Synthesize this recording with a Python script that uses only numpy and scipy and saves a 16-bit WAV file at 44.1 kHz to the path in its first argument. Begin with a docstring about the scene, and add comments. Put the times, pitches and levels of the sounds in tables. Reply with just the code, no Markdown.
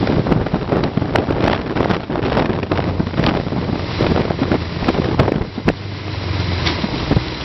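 """Small motorcycle in gusty wind

A small motorcycle rides down a street with a bare microphone behind the rider's helmet.
Gusts are shaped noise that thumps and crackles; short pushes and spikes overload the microphone.
Beneath them the single-cylinder engine booms in sine waves and clatters in ringing noise, and
slows at the end. Partway through the slowing comes one sharp burst of hiss."""
import sys
import numpy as np
from scipy import signal
from scipy.fft import rfft, irfft
from scipy.io import wavfile
from scipy.ndimage import uniform_filter1d

SR = 44100
rng = np.random.default_rng(int(sys.argv[2]) if len(sys.argv) > 2 else 0)


def to_wav(s):
    """Save 16-bit WAV."""
    ch = np.atleast_2d(s).T  # columns
    pcm = np.round(np.clip(ch, -1, 1) * 32767)  # PCM
    wavfile.write(sys.argv[1], SR, pcm.astype(np.int16))


N = 328104  # length in samples

# Strength of the gusts. Each row: start in seconds, length in seconds, strength in dB,
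# change of strength by the end in dB, crackle compared with the strength in dB.
GUSTS = [(0.0, 0.24, -14.5, -8.5, -18), (0.248, 0.2, -15, -5, -23), (0.537, 0.096, -13.5, -14, -12.5),
         (0.681, 0.2, -15, -1.5, -18), (0.97, 0.13, -30, 9.5, -18), (1.133, 0.096, -12, -4, -11),
         (1.271, 0.25, -16.5, -4.5, -17), (1.404, 0.16, -19.5, 3.5, -2), (1.569, 0.071, -16.5, -8, -15),
         (1.666, 0.07, -19.5, -4.5, -12), (1.751, 0.21, -19, 2.5, -6), (2.093, 0.098, -22.5, 8, -14.5),
         (2.226, 0.2, -19, 3.5, -4.5), (2.424, 0.16, -20.5, -0.5, -12), (2.689, 0.22, -21, 1, -7.5),
         (2.906, 0.13, -25.5, 2, -37), (3.165, 0.13, -17.5, 3.5, -7), (3.3, 0.098, -19, 0, -10.5),
         (3.524, 0.4, -19, -9.5, -17), (3.983, 0.14, -18, 3, -13.5), (4.138, 0.12, -15.5, -6, -9),
         (4.267, 0.085, -26, -1, -15), (4.385, 0.1, -19, -1, -12), (4.495, 0.058, -18.5, 2, -13),
         (4.737, 0.17, -30.5, 11, -4.5), (4.931, 0.21, -18.5, -1, -10), (5.162, 0.13, -16.5, -3, -9),
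         (5.316, 0.14, -20.5, -5.5, -16), (5.55, 0.094, -27.5, -12, -8), (5.656, 0.035, -24, 11, -15),
         (6.84, 0.063, -22.5, -7, -22), (6.917, 0.05, -27, 6, -24), (7.01, 0.03, -27, 2, -22),
         (7.099, 0.028, -17.5, 6, -9.5), (7.155, 0.044, -22, -9, -25)]
# Air stream between the gusts. Each row: time in seconds, strength in dB.
LULL = [(0, -26.5), (2, -28.5), (3.5, -31), (4.5, -29.5), (5.5, -39), (6.7, -28), (7.44, -36)]
# Depth of the rumble compared with the gusts. Each row: time in seconds, level in dB.
RUMBLE_DEPTH = [(0, -4), (0.8, -7.5), (2, -11.5), (3, -5), (4, -5), (4.7, -10.5), (5.6, 0), (6.3, -10),
                (7.44, 0)]
# Tone colours of the deep rumble, the wind's thump and its crackle (only the balance counts).
# Each row: frequency in Hz, strength in dB per Hz.
RUMBLE_COLOUR = [(20, -33.5), (40, -5), (70, -8), (110, -5), (180, -7), (400, -65)]
THUMP_COLOUR = [(20, -15), (45, -16), (90, -3), (200, -2), (400, -5), (800, -14), (1600, -24),
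                (6000, -50.5)]
CRACKLE_COLOUR = [(200, -30.5), (600, 10.5), (1000, 5.5), (2000, -2.5), (3500, -6.5), (6000, -19)]

# Engine speed. Each row: time in seconds, firing rate in Hz.
REVS = [(0, 22), (2.8, 23), (3.85, 21.9), (4.7, 21.3), (5.75, 24.4), (6.05, 24.6), (6.3, 22.9), (6.6, 21.7),
        (6.75, 20.3), (6.95, 18.1), (7.15, 16.2), (7.44, 15.4)]
# Exhaust boom. Each row: time in seconds, level in dB, extra lift of the eighth order in dB.
BOOM = [(0, -34, -2), (1, -32.5, 1), (2.4, -48, -2), (2.8, -21, 8), (3.3, -32.5, 14.5), (3.85, -24, 7.5),
        (4.2, -25.5, 8), (4.7, -25.5, 13.5), (5.0, -25.5, 6.5), (5.4, -31, -2), (5.8, -27, 2.5),
        (6.0, -23, -11), (6.2, -21.5, -10), (6.45, -16.5, 5), (6.67, -17, -0.5), (6.76, -27, 12),
        (7.0, -26, 8), (7.44, -30.5, 8)]
# Exhaust orders, the sine waves of the boom. Each row: multiple of the firing rate,
# level compared with the boom in dB.
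EXHAUST_ORDERS = list(zip(range(2, 9), (-25.5, -14.5, -0.5, -9, -14.0, -17, -16)))
# Shared level of engine clatter and road roar. Each row: time in seconds, level in dB.
ROAR = [(0.0, -36.5), (0.37, -44.5), (1.3, -46.5), (1.93, -47.5), (2.38, -54), (2.76, -48), (3.15, -40),
        (3.67, -42), (4.0, -30), (4.21, -38.5), (4.89, -34.5), (5.3, -44), (5.9, -39.5), (6.55, -29.5),
        (6.65, -29.5), (7.11, -33), (7.44, -32.5)]
# Tone colour of the road roar (only the balance counts). Each row: frequency in Hz, strength in dB per Hz.
ROAD_COLOUR = [(30, -49.5), (70, -14), (130, -12.5), (220, -25.5), (320, -14.5), (500, -25), (650, -26),
               (800, -28.5), (1000, -25.5), (1400, -28.5), (2500, -30), (4000, -30), (5600, -36),
               (7000, -35.5)]
# Resonances of the engine casing. Each row: frequency in Hz, width in Hz, level in dB against each other.
CASING = [(315, 19, 5), (960, 130, 1), (2040, 300, 3), (3870, 100, -7.5), (4015, 40, -5), (4820, 66, -4.5)]

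# Bright snaps where an eddy tears. Each row: time in seconds, peak of the noise in dB, pitch in Hz.
SNAPS = [(0.0718, -9.5, 1570), (0.1216, -15, 1530), (0.2703, -22, 1520), (0.3065, -23, 1850),
         (0.3232, -9, 1650), (0.4125, -23, 1880), (0.4663, -13, 1540), (0.5427, -15, 1870),
         (0.5851, -22, 1830), (0.6933, -21, 2350), (0.7901, -24, 1520), (0.837, -6.5, 2880),
         (0.9738, -22, 2090), (1.0231, -23, 2370), (1.1573, -0.5, 1550), (1.2002, -26, 1540),
         (1.3052, -12.5, 1490), (1.3224, -13, 2160), (1.3543, -30, 1650), (1.3763, -23, 1870),
         (1.4063, -15, 2330), (1.4242, -12.5, 1520), (1.4414, -12, 2430), (1.4616, -10, 1860),
         (1.479, -5, 1600), (1.5155, -10, 2690), (1.5314, -4.5, 1730), (1.576, -14, 1650),
         (1.6152, -19, 1970), (1.6712, -23, 1620), (1.6965, -14, 1520), (1.7559, -18, 1510),
         (1.7734, -11.5, 1530), (1.8033, -14, 1670), (1.8447, -9.5, 1550), (1.9011, -15, 1520),
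         (1.9447, -10, 1530), (2.1026, -27, 1850), (2.1276, -18, 1520), (2.156, -18, 1810),
         (2.2273, -14, 1650), (2.264, -14, 1530), (2.3201, -8, 1530), (2.34, -17, 2120), (2.399, -13, 2100),
         (2.4577, -8, 1550), (2.4945, -16, 1620), (2.5142, -26, 2530), (2.5309, -15.5, 1660),
         (2.563, -17.5, 1540), (2.6305, -16, 1570), (2.7172, -8, 1510), (2.7741, -8, 1720),
         (2.8025, -11, 1610), (2.8225, -18, 2190), (2.8403, -13, 1540), (2.8878, -22, 1940),
         (2.995, -20, 1640), (3.0714, -31, 1840), (3.1393, -16, 1760), (3.1787, -18, 2270),
         (3.1983, -25, 1940), (3.2385, -7.5, 2320), (3.264, -3.5, 3380), (3.2904, -12, 1920),
         (3.3388, -18, 1880), (3.361, -15.5, 1680), (3.6132, -19, 1540), (3.6438, -20, 2260),
         (3.794, -15, 1530), (4.0657, -7, 1550), (4.1609, -9.5, 1550), (4.2178, -14, 2420),
         (4.3011, -13, 1510), (4.5161, -10, 1600), (4.5416, -15, 1610), (4.8434, -12.5, 1880),
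         (4.8878, -12, 1740), (5.0431, -13, 1570), (5.1916, -8, 1570), (5.2776, -19, 1680),
         (5.3198, -10, 2020), (5.3398, -20, 1670), (5.3595, -20, 1740), (5.4186, -18.5, 1590),
         (5.6865, -4, 1730)]
# The hardest jolts. Each row: time in seconds, pressure before the microphone squeezes it
# (negative is suction), width at half height in milliseconds.
JOLTS = [(0.0747, -0.81, 0.6), (0.1961, 1, 1.3), (0.27, -0.49, 0.59), (0.3242, -1.17, 0.76),
         (0.3632, -0.72, 1.4), (0.467, -0.61, 0.63), (0.544, -0.55, 0.53), (0.76, -0.51, 0.66),
         (0.9774, 0.42, 1.44), (1.1601, 0.55, 0.085), (1.1888, -0.48, 1.0), (1.3091, -0.53, 0.69),
         (1.444, -0.19, 0.25), (1.481, -0.69, 0.39), (1.5163, -0.49, 0.53), (1.536, -0.82, 0.39),
         (1.8077, -0.88, 0.39), (1.8585, -0.91, 0.44), (2.1575, -0.57, 0.44), (2.3228, -0.47, 0.42),
         (2.3622, -0.28, 0.93), (2.3758, -0.38, 0.85), (2.3982, -0.47, 0.46), (2.728, -0.63, 0.53),
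         (2.7757, -0.17, 0.073), (2.7929, 1, 0.52), (3.1989, -0.52, 0.84), (3.2704, 0.89, 0.38),
         (3.3101, -0.37, 0.23), (3.3405, -0.4, 0.42), (4.01, -0.98, 0.77), (4.038, -0.16, 0.37),
         (4.0671, -0.57, 0.43), (4.1632, 0.69, 0.62), (4.1782, 0.49, 0.35), (4.3082, 0.88, 0.55),
         (4.5158, -0.52, 1), (4.5424, -0.74, 0.52), (4.8889, -1.1, 0.57), (4.9025, 0.77, 0.82),
         (4.9876, 0.75, 0.7), (5.0003, 0.82, 1.26), (5.1985, -0.94, 0.34), (5.21, 0.87, 0.57),
         (5.2813, -0.73, 0.38), (5.295, 0.55, 0.75), (5.3214, 1, 0.84), (5.6845, 0.96, 0.7),
         (5.7015, 0.84, 0.59), (6.9421, 0.39, 1.55), (7.1156, 0.67, 1.56), (7.1681, -0.81, 2.2)]
# The hardest eddies. Each row: start in seconds, level in dB, middle pitch in Hz,
# crackle compared with the level in dB.
SLAPS = [(0.165, -8.5, 132, -24), (0.264, -11.5, 227, -25), (0.316, -6, 182, -20), (0.406, -23, 114, -28),
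         (0.459, -9.5, 224, -14.5), (0.534, -9.5, 165, -21), (0.724, -8, 168, -28), (0.969, -8, 158, -24),
         (1.014, -8, 119, -28), (1.149, -6, 714, -30), (1.3, -12, 268, -24), (1.763, -10, 160, -19.5),
         (1.801, -8.5, 261, -28), (2.095, -14, 236, -34), (2.219, -13, 145, -20.5), (2.49, -13, 414, -37),
         (2.627, -9, 283, -9.5), (2.711, -9.5, 228, -24), (2.996, -7, 181, -34), (3.065, -13.5, 215, -7.5),
         (3.134, -12.5, 233, -24), (3.189, -6.5, 138, -33), (3.463, -12, 121, -34), (3.517, -12, 127, -33),
         (3.689, -12, 267, -24), (3.723, -12.5, 173, -19), (3.985, -9.5, 107, -35), (4.3, -9.5, 180, -19),
         (4.413, -9, 270, -21), (4.511, -10, 196, -31), (4.615, -15, 164, -24), (4.723, -18.5, 116, -17),
         (4.759, -17, 156, -26), (4.824, -11, 148, -26), (4.884, -1.5, 286, -22), (5.193, 0.5, 117, -8),
         (5.277, -6, 409, -27), (5.407, -11.5, 79.5, -26), (5.495, -23, 108, -24), (5.575, -15, 243, -31),
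         (5.678, -0.5, 177, -33), (6.836, -9.5, 182, -27), (6.935, -10.5, 222, -28), (7.003, -14, 107, -27),
         (7.109, -3.5, 143, -26), (7.162, -4.5, 140.6, -30)]
# The burst of hiss. Its one row: level in dB, rise in seconds (time constant),
# time to fall by 60 dB in seconds, brightest frequency in Hz.
BURST = [(-10.5, 0.011, 0.013, 2090)]

GUST_RISE_S, GUST_FALL_S = 0.015, 0.02
LULL_CRACKLE_DB = -6.5  # against the lull's strength
TICK_S = 7.158  # a moment at which the valve ticks
ORDER_SWAY_RAD = 0.3  # phase sway of the exhaust orders
TICK_DB = -7  # valve tick against the roar, at a firing rate of 16 Hz
TICK_DB_PER_HZ = -0.7  # the tick sinks into the roar as the firing rate climbs
SNAP_T60_S = 0.013  # time to fall by 60 dB
SNAP_PUSH_DB = -12.5  # the dull push under every snap
SLAP_T60_S = 0.031  # time of the 60 dB fall
BURST_S = 6.6735  # moment of the burst's peak
MIC_HZ, EDGE_HZ = 5735, 15870  # upper limits of the camera's band and of the outer band
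FULL_SCALE = 0.71  # height at which the wave is clipped


def gain_of(db):
    """Turns dB into a plain multiplier."""
    return 10 ** (np.asarray(db) / 20)


def evened(x):
    """Brings a signal to an average (rms) level of 1."""
    return x / np.sqrt(np.mean(x ** 2) + 1e-20)


def curves(rows):
    """Draws straight lines between the rows of a table, one curve for each column after the time."""
    s, *columns = np.transpose(rows)
    return [np.interp(np.arange(N) / SR, s, c) for c in columns]


def coloured(x, points):
    """Filters a signal with the tone colour of a table, then brings it to rms 1."""
    f, db = np.transpose(points)
    hz = np.fft.rfftfreq(len(x), 1 / SR)
    colour_db = np.interp(np.log(hz + 1), np.log(f + 1), db)
    return evened(irfft(rfft(x) * gain_of(colour_db), len(x)))


def wander(low_hz, high_hz):
    """Random swaying between two rates, slower parts larger, at rms 1."""
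    hz = np.fft.rfftfreq(N, 1 / SR) + .01
    shape = 1 / np.sqrt(hz) / (1 + (hz / high_hz) ** 2) / (1 + (low_hz / hz) ** 2)
    return evened(irfft(rfft(rng.standard_normal(N)) * shape, N))


def resonate(x, hz, width):
    """One fixed resonance that leaves its own frequency at gain 1 and weakens the rest."""
    return signal.lfilter(*signal.iirpeak(hz, hz / width, SR), x)


def ricker(u):
    """One spike with a rebound on either side."""
    return (1 - u ** 2) * np.exp(-u ** 2 / 2)


def add(mix, s, sound):
    """Mixes a short sound in at a time in seconds."""
    part = mix[round(s * SR):][:len(sound)]
    part += sound[:len(part)]


def gusts():
    """Each gust rises fast, drifts in strength and drops back to the lull; gives strength and crackle in dB."""
    t = np.arange(N) / SR
    power = gain_of(2 * curves(LULL)[0])
    weighted_crackle = power * LULL_CRACKLE_DB
    for s, length, db, change_db, crackle_db in GUSTS:
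        rise = (t - s) / GUST_RISE_S
        fall = 1 + (s + length - t) / GUST_FALL_S
        gate = np.clip(np.minimum(rise, fall), 0, 1) ** 2
        drift_db = change_db * np.clip((t - s) / length, 0, 1)
        gust = gate * gain_of(2 * (db + drift_db))
        power = power + gust
        weighted_crackle = weighted_crackle + gust * crackle_db
    return 10 * np.log10(power), weighted_crackle / power


def wind():
    """Eddies pass the capsule in lumps; short flaps jolt it and carry the crackle; the rumble is smoother."""
    strength_db, crackle_db = gusts()
    eddies = 2.13 * np.tanh(wander(low_hz=4.8, high_hz=87.5) / 2.3)  # lumps grow only so far

    # about 170 flaps a second, of random size
    sizes = gain_of(5.66 * np.minimum(rng.exponential(1, N), 2.5)) * (rng.random(N) < 170 / SR)
    flaps = 1.0 + signal.oaconvolve(sizes, signal.windows.hann(220), "same")
    signs = np.where(rng.random(N) < .7, -1, 1)  # mostly suction
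    spike = ricker(np.arange(-200, 200) / SR * 1150)
    jolts = signal.oaconvolve(sizes * signs, spike, "same")

    rumble = coloured(rng.standard_normal(N), RUMBLE_COLOUR) * gain_of(2.0 * eddies)
    thump = coloured(rng.standard_normal(N), THUMP_COLOUR) * flaps ** .5
    thump = evened(thump + 0.49 * evened(jolts))
    crackle = coloured(rng.standard_normal(N), CRACKLE_COLOUR) * flaps
    fizz = resonate(rng.standard_normal(N), 3100, 2000) * flaps ** 1.2
    fizz_db = 1.61 * crackle_db - 14.0  # harder tearing is brighter
    tearing = gain_of(crackle_db) * evened(crackle) + gain_of(fizz_db) * evened(fizz)

    slow_strength = np.sqrt(uniform_filter1d(gain_of(2 * strength_db), 4000))
    deep = gain_of(curves(RUMBLE_DEPTH)[0]) * slow_strength * rumble
    return gain_of(strength_db + 2.77 * eddies) * (thump + tearing) + deep


def engine():
    """Low orders boom from the exhaust; each firing puffs noise through the casing and a valve ticks."""
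    firing_hz = curves(REVS)[0]
    firings = np.cumsum(firing_hz) / SR  # running count of firings
    firings -= firings[round(TICK_S * SR)]

    boom_db, lift_db = curves(BOOM)
    boom = np.zeros(N)
    for k, db in EXHAUST_ORDERS:
        order_db = db + (k == 8) * lift_db + 2.0 * wander(low_hz=1.5, high_hz=16)
        sway = ORDER_SWAY_RAD * wander(low_hz=1.6, high_hz=3.8)
        boom += gain_of(order_db) * np.sin(2 * np.pi * k * firings + sway)

    # times within a firing are counted in parts of one firing
    puffs = (1 + 0.56 * np.exp(-((firings - .4) % 1) / 0.71)) * rng.standard_normal(N)
    ring = sum(gain_of(db) * evened(resonate(puffs, hz, width)) for hz, width, db in CASING)
    ticks = resonate(np.exp(-(firings % 1) / 0.057) * rng.standard_normal(N), 3780, 610)
    tick_db = TICK_DB + TICK_DB_PER_HZ * (firing_hz - 16)
    road = coloured(rng.standard_normal(N), ROAD_COLOUR) * gain_of(1.58 * wander(low_hz=1.0, high_hz=40))
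    roar = gain_of(-7) * ring + gain_of(8) * road + gain_of(tick_db) * evened(ticks)
    return gain_of(boom_db) * boom + gain_of(curves(ROAR)[0]) * roar


def snaps():
    """A few milliseconds of bright noise around one pitch, riding on one quick push."""
    out, t = np.zeros(N), np.arange(2048) / SR
    onset = 1 - np.exp(-t / 0.000097)
    fade = gain_of(-60 * np.maximum(t - .0025, 0) / SNAP_T60_S)  # holds for 2.5 ms first
    push = np.sin(2 * np.pi * 330 * t) * np.exp(-t / 0.0013)
    for s, peak_db, hz in SNAPS:
        noise = rng.standard_normal(len(t))
        sign = np.sign(rng.random() - .7)  # mostly suction
        bright = evened(resonate(noise, hz, 0.36 * hz)) + coloured(noise, CRACKLE_COLOUR)
        snap = bright * onset * fade
        add(out, s, gain_of(peak_db) * snap / abs(snap).max() + sign * gain_of(SNAP_PUSH_DB) * push)
    return out


def hard_jolts():
    """One narrow spike of pressure or suction with a rebound on either side."""
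    out, t_ms = np.zeros(N), np.arange(-400, 400) / SR * 1000
    for s, pressure, width_ms in JOLTS:
        add(out, s - 400 / SR, pressure * ricker(t_ms / width_ms * 1.2))  # spike centred on s
    return out


def slaps():
    """Each hard eddy pushes the diaphragm for a few cycles and tears into a short crackle at its height."""
    out, t = np.zeros(N), np.arange(4096) / SR
    shape = (1 - np.exp(-t / 0.0059)) ** 2 * gain_of(-60 * t / SLAP_T60_S)
    shape /= shape.max()
    for s, level_db, hz, crackle_db in SLAPS:
        low, high = rng.standard_normal((2, len(t)))
        swaying_hz = hz * (1 + .35 * evened(uniform_filter1d(low, 150)))
        push = np.sin(2 * np.pi * np.cumsum(swaying_hz) / SR)
        crackle = gain_of(crackle_db) * coloured(high, CRACKLE_COLOUR) * shape
        body = push + 0.48 * coloured(low, THUMP_COLOUR) + crackle
        add(out, s, gain_of(level_db) * body * shape)
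    return out


def burst():
    """Hiss from three resonances swells to a sharp peak, drops much faster and leaves a weaker, slower tail."""
    level_db, rise, t60, hz = BURST[0]
    t, noise = np.arange(N) / SR - BURST_S, rng.standard_normal(N)
    before, after = np.minimum(t, 0), np.maximum(t, 0)
    swell = np.exp(before / rise)
    fall = gain_of(-60 * after / t60) + 0.41 * np.exp(-after / 0.042)
    shape = np.where(t < 0, swell, fall)
    middle = evened(resonate(noise, hz, 440))
    high = 1.14 * evened(resonate(noise, 3600, 2000))
    low = 1.0 * evened(resonate(noise, 1100, 500))
    return gain_of(level_db) * shape * evened(middle + high + low)


def scene():
    """Adds all the sounds together as one channel."""
    return (wind() + engine() + snaps() + hard_jolts() + slaps() + burst())[None]


def record(dry):
    """A capsule that saturates and loses the deepest bass, the camera's narrow band, clipping, outer band."""
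    saturated = 1.432 * np.tanh(dry / 1.61)
    squeezed = signal.lfilter(*signal.butter(1, 30, "high", fs=SR), saturated)
    mic_filter = signal.firwin(1023, MIC_HZ, window=("kaiser", 9), fs=SR)[None]
    narrow = signal.oaconvolve(squeezed, mic_filter, "same")
    clipped = np.clip(narrow, -FULL_SCALE, FULL_SCALE)
    edge_filter = signal.firwin(511, EDGE_HZ, window=("kaiser", 9), fs=SR)[None]
    return signal.oaconvolve(clipped, edge_filter, "same")


dry = scene()
out = record(dry)
to_wav(out)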